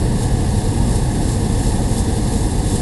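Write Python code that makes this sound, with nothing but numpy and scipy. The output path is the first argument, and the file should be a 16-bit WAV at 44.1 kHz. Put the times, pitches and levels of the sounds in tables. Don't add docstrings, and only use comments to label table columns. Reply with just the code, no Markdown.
import sys
import numpy as np
from scipy import signal
from scipy.fft import rfft, irfft, next_fast_len
from scipy.io import wavfile
from scipy.ndimage import uniform_filter1d, map_coordinates

SR = 44100
rng = np.random.default_rng(int(sys.argv[2]) if len(sys.argv) > 2 else 0)


def convert_level_to_amplitude(level_db):
    exponent = np.asarray(level_db, float) / 20
    return 10 ** exponent


def wrap_up_sound(samples):
    columns = np.atleast_2d(samples).T
    tamed = np.clip(columns, -1, 1)
    steps = np.round(tamed * 32767).astype(np.int16)
    wavfile.write(sys.argv[1], SR, steps)


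N = 123921


def unit(x):
    return x / np.sqrt(np.mean(x ** 2) + 1e-20)


def along(points, hz):
    point_hz, value = np.transpose(points)
    return np.interp(np.log(hz + 1), np.log(point_hz + 1), value)


def wobble(rate_hz):
    knots = rng.standard_normal(int(N * rate_hz / SR) + 4)
    return map_coordinates(knots, [np.arange(N) * rate_hz / SR])


def filtered(x, response):
    size = next_fast_len(N + 8192)
    gain = response(np.fft.rfftfreq(size, 1 / SR))
    return irfft(rfft(x, size) * gain, size)[:N]


def humps(table, hz, steep):
    power = 0
    for centre_hz, width_hz, level_db in table:
        damping = (hz * width_hz) ** 2
        resonance = damping / ((centre_hz ** 2 - hz ** 2) ** 2 + damping)
        power = power + convert_level_to_amplitude(2 * level_db) * resonance ** steep
    return np.sqrt(power)


def patchy(depth_db, shape_db=lambda hz, s: 0):
    hz, s, spectrum = signal.stft(rng.standard_normal(N + 512), SR, nperseg=256)
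    patches = uniform_filter1d(rng.standard_normal(spectrum.shape), 4, 0)
    patches = uniform_filter1d(patches, 20, 1)
    gain_db = depth_db * unit(patches) + shape_db(hz[:, None], s)
    return signal.istft(spectrum * convert_level_to_amplitude(gain_db), nperseg=256)[1][:N]


def evened(x, share, span_s):
    swell = np.abs(uniform_filter1d(unit(x) ** 2, max(2, int(span_s * SR)))) + 0.05
    return unit(x / swell ** (np.clip(share, 0, 1) / 2))


# peak_s, level_db, build_up_s, drop_s
SURGE_EVENTS = [(0, 2, .05, 0.024), (.235, 5, 0.037, 0.023), (.257, 1, .015, 0.0054),
                (.59, 2.5, 0.075, 0.06), (.9, 1.5, 0.02, 0.033), (.958, 4.5, .02, 0.02),
                (1.295, 3, 0.046, 0.043), (1.322, 2.5, .015, .01), (1.66, 3.5, 0.09, 0.076),
                (1.95, 1.5, .05, .02), (1.995, 6, 0.028, 0.012), (2.37, 2.5, 0.11, 0.061),
                (2.72, 2.5, 0.056, 0.018), (2.76, 4.5, 0.029, 0.018)]
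# pitch_hz, share
SURGE_SHARES = [(2500, 0.39), (4500, 0.88), (7000, 1.26), (11500, 1.35)]
# pitch_hz, depth_db
FLUTTER_DEPTHS = [(2500, 0.83), (6000, 0.45), (11500, 0.85)]


def gas_surges_db(hz, s):
    surge_db = 0
    for peak_s, level_db, build_up_s, drop_s in SURGE_EVENTS:
        fall_s = np.where(s < peak_s, build_up_s, drop_s)
        surge_db = surge_db + level_db * np.exp(-np.abs(s - peak_s) / fall_s)
    growth_db = 0.7 * s
    thin_db = 2 * np.exp(-((hz - 6600) / 1200) ** 2 - (s / 0.16) ** 4)
    flutter = 0.15 * wobble(28.2) + 0.7 * wobble(70) + 0.98 * wobble(130)
    flutter_now = flutter[np.minimum(s * SR, N - 1).astype(int)]
    flutter_db = along(FLUTTER_DEPTHS, hz) * flutter_now
    return along(SURGE_SHARES, hz) * (surge_db + growth_db) - thin_db + flutter_db


# pitch_hz, level_db (per Hz)
JET_HISS = [(1000, -19), (2300, -8.5), (3150, -3.5), (3600, -1.5), (5400, -3.5), (5900, -7.5), (7600, -2.5),
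            (10600, -2)]
# pitch_hz, width_hz, level_db (over the hiss)
WHISTLING_EDGES = [(2770, 57, -2), (3534, 25, 3), (3910, 31, 0.5), (4450, 43, 0.5), (4550, 57, -6.5),
                   (4790, 50, 7), (5330, 170, -0.5), (6480, 140, 2), (7410, 100, 2.5), (8080, 180, -1),
                   (9100, 100, -4), (9250, 350, 1), (10460, 350, 0)]


def jet_colour(hz):
    edges = humps(WHISTLING_EDGES, hz, steep=1.8)
    return convert_level_to_amplitude(along(JET_HISS, hz)) * (hz > 600) * np.sqrt(1 + edges ** 2)


def gas_jet():
    turbulence = patchy(depth_db=0.52, shape_db=gas_surges_db)
    return convert_level_to_amplitude(-29) * unit(filtered(turbulence, jet_colour))


# pitch_hz, width_hz, level_db
EDDIES = [(38, 25.5, 2.5), (55.4, 15.8, 0), (102.8, 35, 1.5)]


def flame_rumble():
    fade_db = 1.2 * (np.arange(N) - N / 2) / SR
    rumble = np.zeros(N)
    for centre_hz, width_hz, level_db in EDDIES:
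        shape = [(centre_hz, width_hz, 0)]
        eddy = filtered(rng.standard_normal(N), lambda hz: humps(shape, hz, steep=1.457))
        fades = centre_hz > EDDIES[1][0]
        gain = convert_level_to_amplitude(level_db - fade_db * fades) * np.sqrt(width_hz)
        rumble += gain * evened(eddy, share=0.83, span_s=0.11)
    return convert_level_to_amplitude(-17.5) * unit(rumble)


# pitch_hz, width_hz, level_db
ROAR_RESONANCES = [(141, 25, -6.5), (207.2, 59.5, -5.5), (295, 70, -11.5), (392, 49, -19.5),
                   (465, 70, -14.5), (538, 61, -22.5), (739.5, 67, -18), (836, 80, -20.5), (931, 54, -22.5),
                   (1089, 61, -29.5), (1720, 124, -29.5), (1603, 140, -39.5), (1867, 150, -33.5),
                   (2080, 65, -35)]


def flame_roar():
    roar = filtered(patchy(depth_db=0.25), lambda hz: humps(ROAR_RESONANCES, hz, steep=1.337))
    return convert_level_to_amplitude(-22) * evened(roar, share=1, span_s=0.43)


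# pitch_hz, width_hz, depth_db
RIM_HOLLOWS = [(603, 20, 3), (1378, 102, 5.5), (2330, 52, 3.5), (3205, 94, 6), (4820, 54, 7),
               (6840, 120, 0), (7540, 87, -3.5)]


def basket_rim(hz):
    depth_db = 0
    for centre_hz, width_hz, hollow_db in RIM_HOLLOWS:
        depth_db = depth_db + hollow_db * np.exp(-((hz - centre_hz) / width_hz) ** 2)
    return convert_level_to_amplitude(-depth_db)


def scene():
    burner = gas_jet() + flame_rumble() + flame_roar()
    return filtered(burner, basket_rim)[None]


def microphone(hz):
    bass_cut = hz ** 2 / np.sqrt(hz ** 4 + 14 ** 4)
    khz_over = np.maximum(hz - 10860, 0) / 1000
    return bass_cut * convert_level_to_amplitude(-18 * khz_over ** 1.6)


def top_cut(x):
    return signal.sosfilt(signal.butter(12, 12270, fs=SR, output="sos"), x)


def record(dry):
    mix = filtered(dry[0], microphone)[None] + 0.0087
    return top_cut(mix)


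dry = scene()
out = record(dry)
wrap_up_sound(out)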